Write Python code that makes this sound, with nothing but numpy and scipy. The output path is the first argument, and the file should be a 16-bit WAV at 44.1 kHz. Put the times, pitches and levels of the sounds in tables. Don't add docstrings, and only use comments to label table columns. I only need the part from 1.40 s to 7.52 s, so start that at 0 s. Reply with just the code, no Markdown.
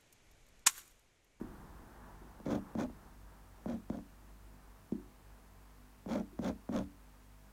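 import sys
import numpy as np
from scipy import signal
from scipy.fft import rfft, irfft, next_fast_len
from scipy.io import wavfile
from scipy.ndimage import uniform_filter1d, map_coordinates

SR = 44100
rng = np.random.default_rng(int(sys.argv[2]) if len(sys.argv) > 2 else 0)


def decibels_to_gain(level_db):
    exponent = np.asarray(level_db, float) / 20
    return 10 ** exponent


def wav_record(signal):
    frames = np.transpose(np.atleast_2d(signal))
    bounded = np.clip(frames, -1, 1)
    quanta = np.round(bounded * 32767).astype(np.int16)
    wavfile.write(sys.argv[1], SR, quanta)


N = 269892

# (frequency [Hz], width [Hz], level [dB])
BOARD_MODES = [(147, 15, -16.5), (195.1, 10, 4), (226.5, 15.3, 5.5), (252.5, 11, 1.5), (287.8, 6.3, 1),
               (319, 13, -11)]
# (frequency [Hz], width [Hz], level [dB])
EDGE_MODES = [(319, 7.9, 7), (354.5, 9.7, 2.5), (368, 5.6, 7.5)]
# (frequency [Hz], width [Hz], level [dB])
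SHEET_MODES = [(452, 12.3, 5), (535.6, 57, 8.5), (610, 53, 8.5), (702, 81, 3.5), (883, 130, -3)]
# (frequency [Hz], width [Hz], level [dB])
CRISP_MODES = [(1022, 110, -9.5), (1402, 310, -11.5), (1850, 210, -20.5)]
# (frequency [Hz], width [Hz], level [dB])
NIB_MODES = [(2015, 230, 2), (2330, 340, 1), (3360, 390, -0.5), (4060, 480, -1), (4480, 930, -4.5),
             (5770, 460, -3.5), (6500, 540, -3.5), (7420, 1670, -13.5), (9700, 490, -14),
             (11300, 840, -20.5), (14900, 2200, -18.5)]
# (frequency [Hz], width [Hz], level [dB])
STAND_MODES = [(72.4, 10, -3), (126, 9.8, -17)]


def hand():
    # (start [s], length [s], share of the length where fastest [1], pressure [dB], top speed [dB])
    stroke_table = [
        (1.047, 0.046, 0.42, -42.5, 5),
        (1.057, 0.13, 0.55, -29, -0.5),
        (1.362, 0.097, 0.42, -31, 3),
        (2.263, 0.11, 0.22, -37, -1),
        (2.505, 0.093, 0.27, -40.5, -1.5),
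        (4.665, 0.16, 0.4, -32.5, 3),
        (5.003, 0.12, 0.49, -32, 5),
        (5.295, 0.14, 0.45, -33, 1.5),
    ]
    sway_levels = [2, 4, 5, 9, 9.5, -1, 3.5, 11]
    layer_levels = [-0.5, -10, -24.5, -12]
    speed_powers = [0.48, 1.16, 1.58, 0.64]
    lift_s = 0.0079
    t = np.arange(N) / SR
    gains, fast = np.zeros((4, N)), np.zeros(N)
    powers = np.array(speed_powers)[:, None]
    for (s, length, fastest, pressure_db, top_db), sway_db in zip(stroke_table, sway_levels):
        end = s + length
        peak = s + np.clip(fastest, .1, .9) * length
        way = np.interp(t, [s, peak, end], [0, .5, .93])
        speed = (np.sin(np.pi * way).clip(0) + 1 - np.abs(2 * way - 1)) / 2
        fast = np.maximum(fast, speed * (t < end))
        level_db = pressure_db + np.array([[0], [0.38 * top_db], [top_db], [sway_db]])
        contact = (t > s) * np.clip((end - t) / lift_s, 0, 1)
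        gains += decibels_to_gain(level_db) * speed ** powers * contact
    return gains * decibels_to_gain(np.array(layer_levels))[:, None], fast


def board_drag(gain):
    drag = resonate(rng.standard_normal(N), [(272, 395, 0)])
    drag /= np.abs(uniform_filter1d(drag ** 2, size=SR // 100)) ** 0.9
    force = gain * decibels_to_gain(-18.5) * drag / drag.std()
    board = resonate(force, BOARD_MODES, in_step=True)
    board += decibels_to_gain(-23.5) * resonate(force, EDGE_MODES, in_step=True)
    return filtered(board, lambda hz: dull(hz, corner_hz=352))


def sheet_grit(grit_gain, scratch_gain, fast, lumps):
    grit = decibels_to_gain(lumps) * fibres(6000, spread_db=1.46)
    sheet = resonate(grit_gain * decibels_to_gain(0.06) * grit, SHEET_MODES)
    crisp_gain = np.sqrt(grit_gain * scratch_gain) * fast ** 0.46 * decibels_to_gain(-2.5)
    return sheet + resonate(crisp_gain * grit, CRISP_MODES)


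def nib_scratch(gain, lumps):
    roughness_db = -2.46 + lumps + 3.6 * wobble(250)
    return resonate(gain * decibels_to_gain(roughness_db) * fibres(12000, spread_db=0.7), NIB_MODES)


def stand_sway(gain):
    t = np.arange(N) / SR
    lag_s = .015
    sway = np.interp(t - lag_s, t, gain) * decibels_to_gain(-13) * rng.standard_normal(N)
    arm = decibels_to_gain(-2) * resonate(sway, [(35, 30, 0)])
    return resonate(sway, STAND_MODES) + arm


def strokes():
    (drag, grit, scratch, sway), fast = hand()
    lumps = wobble(90)
    pen = board_drag(drag) + sheet_grit(grit, scratch, fast, lumps)
    return pen + nib_scratch(scratch, lumps) + stand_sway(sway)


def steel(tick):
    ring = resonate(tick, NIB_MODES)
    return decibels_to_gain(5.5) * filtered(ring, lambda hz: dull(hz, corner_hz=9000))


def impacts(contacts, snap_speed):
    push, edge_push, thud, snap, tick = np.zeros((5, N))
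    for s, db, tick_db, snap_db, edge_db, thud_db, ms in contacts:
        shape = np.hanning(max(int(ms * SR / 1000), 3))
        start = round((s - .0015) * SR)
        unit_push = shape / shape.sum()
        span = slice(start, start + len(shape))
        push[span] += decibels_to_gain(db) * unit_push
        edge_push[span] += decibels_to_gain(db + edge_db) * unit_push
        thud[span] += decibels_to_gain(db + thud_db) * unit_push
        quick = shape[::snap_speed]
        snap[start:start + len(quick)] += decibels_to_gain(db + snap_db) * quick / quick.sum()
        tick[round(s * SR)] += decibels_to_gain(db + tick_db)
    boom = decibels_to_gain(19.0) * resonate(push, BOARD_MODES, in_step=True)
    boom += decibels_to_gain(20) * resonate(edge_push, EDGE_MODES, in_step=True)
    knock = filtered(boom, lambda hz: dull(hz, corner_hz=330) ** 2)
    knock += decibels_to_gain(14.5) * resonate(snap, SHEET_MODES + CRISP_MODES, in_step=True)
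    return filtered(knock, bending) + steel(tick) + decibels_to_gain(5) * resonate(thud, STAND_MODES)


def bending(hz):
    delay = np.exp(-4j * np.pi * 0.002197 * np.sqrt(250 * hz))
    return delay * (1j * hz / (1j * hz + 130)) ** 2


def taps():
    # (time [s], peak [dB], steel tick re peak [dB], paper snap re peak [dB], contact time [ms])
    tap_table = [(1.001, -42, -13, 0.5, 1.6), (1.063, -34, -25, 8.5, 2.5), (1.221, -41, -27, -25, 0.86),
                 (1.352, -24.5, -23, -4, 1.82), (1.499, -40, -30, -2, 1.5), (2.259, -26, -24, -0.5, 2),
                 (2.385, -42, -27, -18, 1.5), (2.5, -22.5, -21, -6.5, 1.6), (2.589, -41.5, -24, 3, 1.4),
                 (4.661, -31, -26, -4, 1.74), (4.814, -56, -32, -12, 2), (4.991, -23.5, -24, -6.5, 1.5),
                 (5.122, -51, -30, -20, 2.3), (5.155, -47, -32, -14, 1.7), (5.291, -25, -25, -4.5, 1.56),
                 (5.471, -49, -30, -15, 1.4)]
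    edge_db, thud_db = -26, 0
    contacts = [(s, db, tick_db, snap_db, edge_db, thud_db, ms) for s, db, tick_db, snap_db, ms in tap_table]
    return impacts(contacts, snap_speed=2)


def bumps():
    # (time [s], peak [dB], edge ring re peak [dB], contact time [ms])
    bump_table = [
        (0.012, -28, -6, 0.49),
        (0.816, -52, 10, 1.3),
        (3.521, -21, -8, 1.1),
        (4.928, -51, 7, 0.89),
    ]
    tick_db, snap_db, thud_db = -29, -17.5, -8.5
    contacts = [(s, db, tick_db, snap_db, edge_db, thud_db, ms) for s, db, edge_db, ms in bump_table]
    return impacts(contacts, snap_speed=1)


def catches():
    # (time [s], peak [dB])
    catch_table = [
        (1.1129, -47),
        (1.1513, -51),
        (1.4085, -41.5),
        (2.2932, -56),
        (2.5694, -56),
        (4.7172, -46),
        (4.7324, -42),
        (5.3622, -38.5),
        (5.375, -43),
        (5.3866, -42.5),
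    ]
    tick = np.zeros(N)
    tear = np.hanning(SR // 300)
    for s, db in catch_table:
        start = round(s * SR)
        tick[start:start + len(tear)] += decibels_to_gain(db - 10.5) * tear * rng.standard_normal(len(tear))
    return steel(tick)


def room(x):
    t = np.arange(SR // 2) / SR
    decay_s, first_echo_s = 0.13, .006
    tail = rng.standard_normal(len(t)) * decibels_to_gain(-60 * t / decay_s) * (t > first_echo_s)
    return signal.fftconvolve(x, tail / np.linalg.norm(tail))[:N]


def traffic():
    # (time [s], level [dB])
    roar_levels = [
        (0, -60.5),
        (.8, -63),
        (1.4, -63),
        (1.9, -67.5),
        (3.2, -69),
        (5, -71.5),
        (6.12, -72),
    ]
    # (frequency [Hz], density [dB per Hz])
    tyre_spectrum = [(250, -59), (400, 0.5), (600, -3.5), (900, 2), (1800, -8), (2500, -29.5),
                     (3500, -26.5), (6000, -54)]
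    # (frequency [Hz], density [dB per Hz])
    rumble_spectrum = [(15, -21), (32, 7), (120, -5.5), (200, -1.5), (290, -8), (350, -5), (420, -18.5),
                       (800, -42)]
    t = np.arange(N) / SR
    roar_db = np.interp(t, *np.transpose(roar_levels))
    roar = decibels_to_gain(roar_db + 1.5 * wobble(7.8)) * noise(tyre_spectrum)
    closest_s, pass_s = 2.17, 0.42
    near = decibels_to_gain(-75) + decibels_to_gain(-66.5) / (1 + ((t - closest_s) / pass_s) ** 2)
    engine = near * noise([(60, -33), (85, -7.5), (97, 5.5), (110, -22.5), (150, -48)])
    rumble_db = -65.5 + 1.4 * (roar_db - roar_db.mean()) + 1.8 * wobble(3.6)
    return roar + engine + decibels_to_gain(rumble_db) * noise(rumble_spectrum)


def hum():
    harmonic_levels = [-60, -75, -74, -76, -74, -83, -91, -123, -87.5, -90.5, -96.5, -137, -82]
    mains_hz = 50
    turn = 2 * np.pi * mains_hz * np.arange(N) / SR
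    total = np.zeros(N)
    for k, db in enumerate(harmonic_levels, 1):
        level = np.sqrt(2) * decibels_to_gain(db + 2.4 * wobble(13))
        total += level * np.sin(k * turn + 2 * np.pi * rng.random())
    return total


def hiss():
    # (frequency [Hz], density [dB per Hz])
    hiss_spectrum = [(1470, 4.5), (2500, 1), (3010, -1.5), (3220, -3), (14700, -5), (15600, -4.5)]
    return decibels_to_gain(-68) * noise(hiss_spectrum)


def along(points, hz):
    f, v = np.transpose(points)
    return np.interp(np.log(hz + 1), np.log(f + 1), v)


def filtered(x, response):
    m = next_fast_len(N + SR // 2)
    return irfft(rfft(x, m) * response(np.fft.rfftfreq(m, 1 / SR)), m)[:N]


def resonate(x, modes, in_step=False):
    flip = 1 if in_step else -1

    def body(f):
        return sum(flip ** k * decibels_to_gain(db) * 1j * f * w / (c * c - f * f + 1j * f * w)
                   for k, (c, w, db) in enumerate(modes))

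    power = np.mean(np.abs(body(np.arange(SR // 2))) ** 2)
    return filtered(x, body) / np.sqrt(power)


def dull(hz, corner_hz):
    return 1 / (1 - (hz / corner_hz) ** 2 + 1j * hz / corner_hz)


def wobble(rate):
    knots = rng.standard_normal(int(N * rate / SR) + 4)
    return map_coordinates(knots, [np.arange(N) * rate / SR])


def noise(spectrum):
    x = filtered(rng.standard_normal(N), lambda hz: decibels_to_gain(along(spectrum, hz)))
    return x / x.std()


def fibres(per_s, spread_db):
    hit = rng.random(N) < per_s / SR
    slips = hit * rng.standard_normal(N) * decibels_to_gain(spread_db * rng.exponential(size=N))
    return slips / slips.std()


def scene():
    pen = strokes() + taps() + bumps() + catches()
    return (pen + decibels_to_gain(-15.0) * room(pen) + traffic())[None]


def low_pass(x):
    return signal.sosfilt(signal.butter(12, 15770, fs=SR, output="sos"), x)


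def record(dry):
    mix = dry + hum() + hiss()
    return low_pass(mix)


dry = scene()
out = record(dry)
wav_record(out)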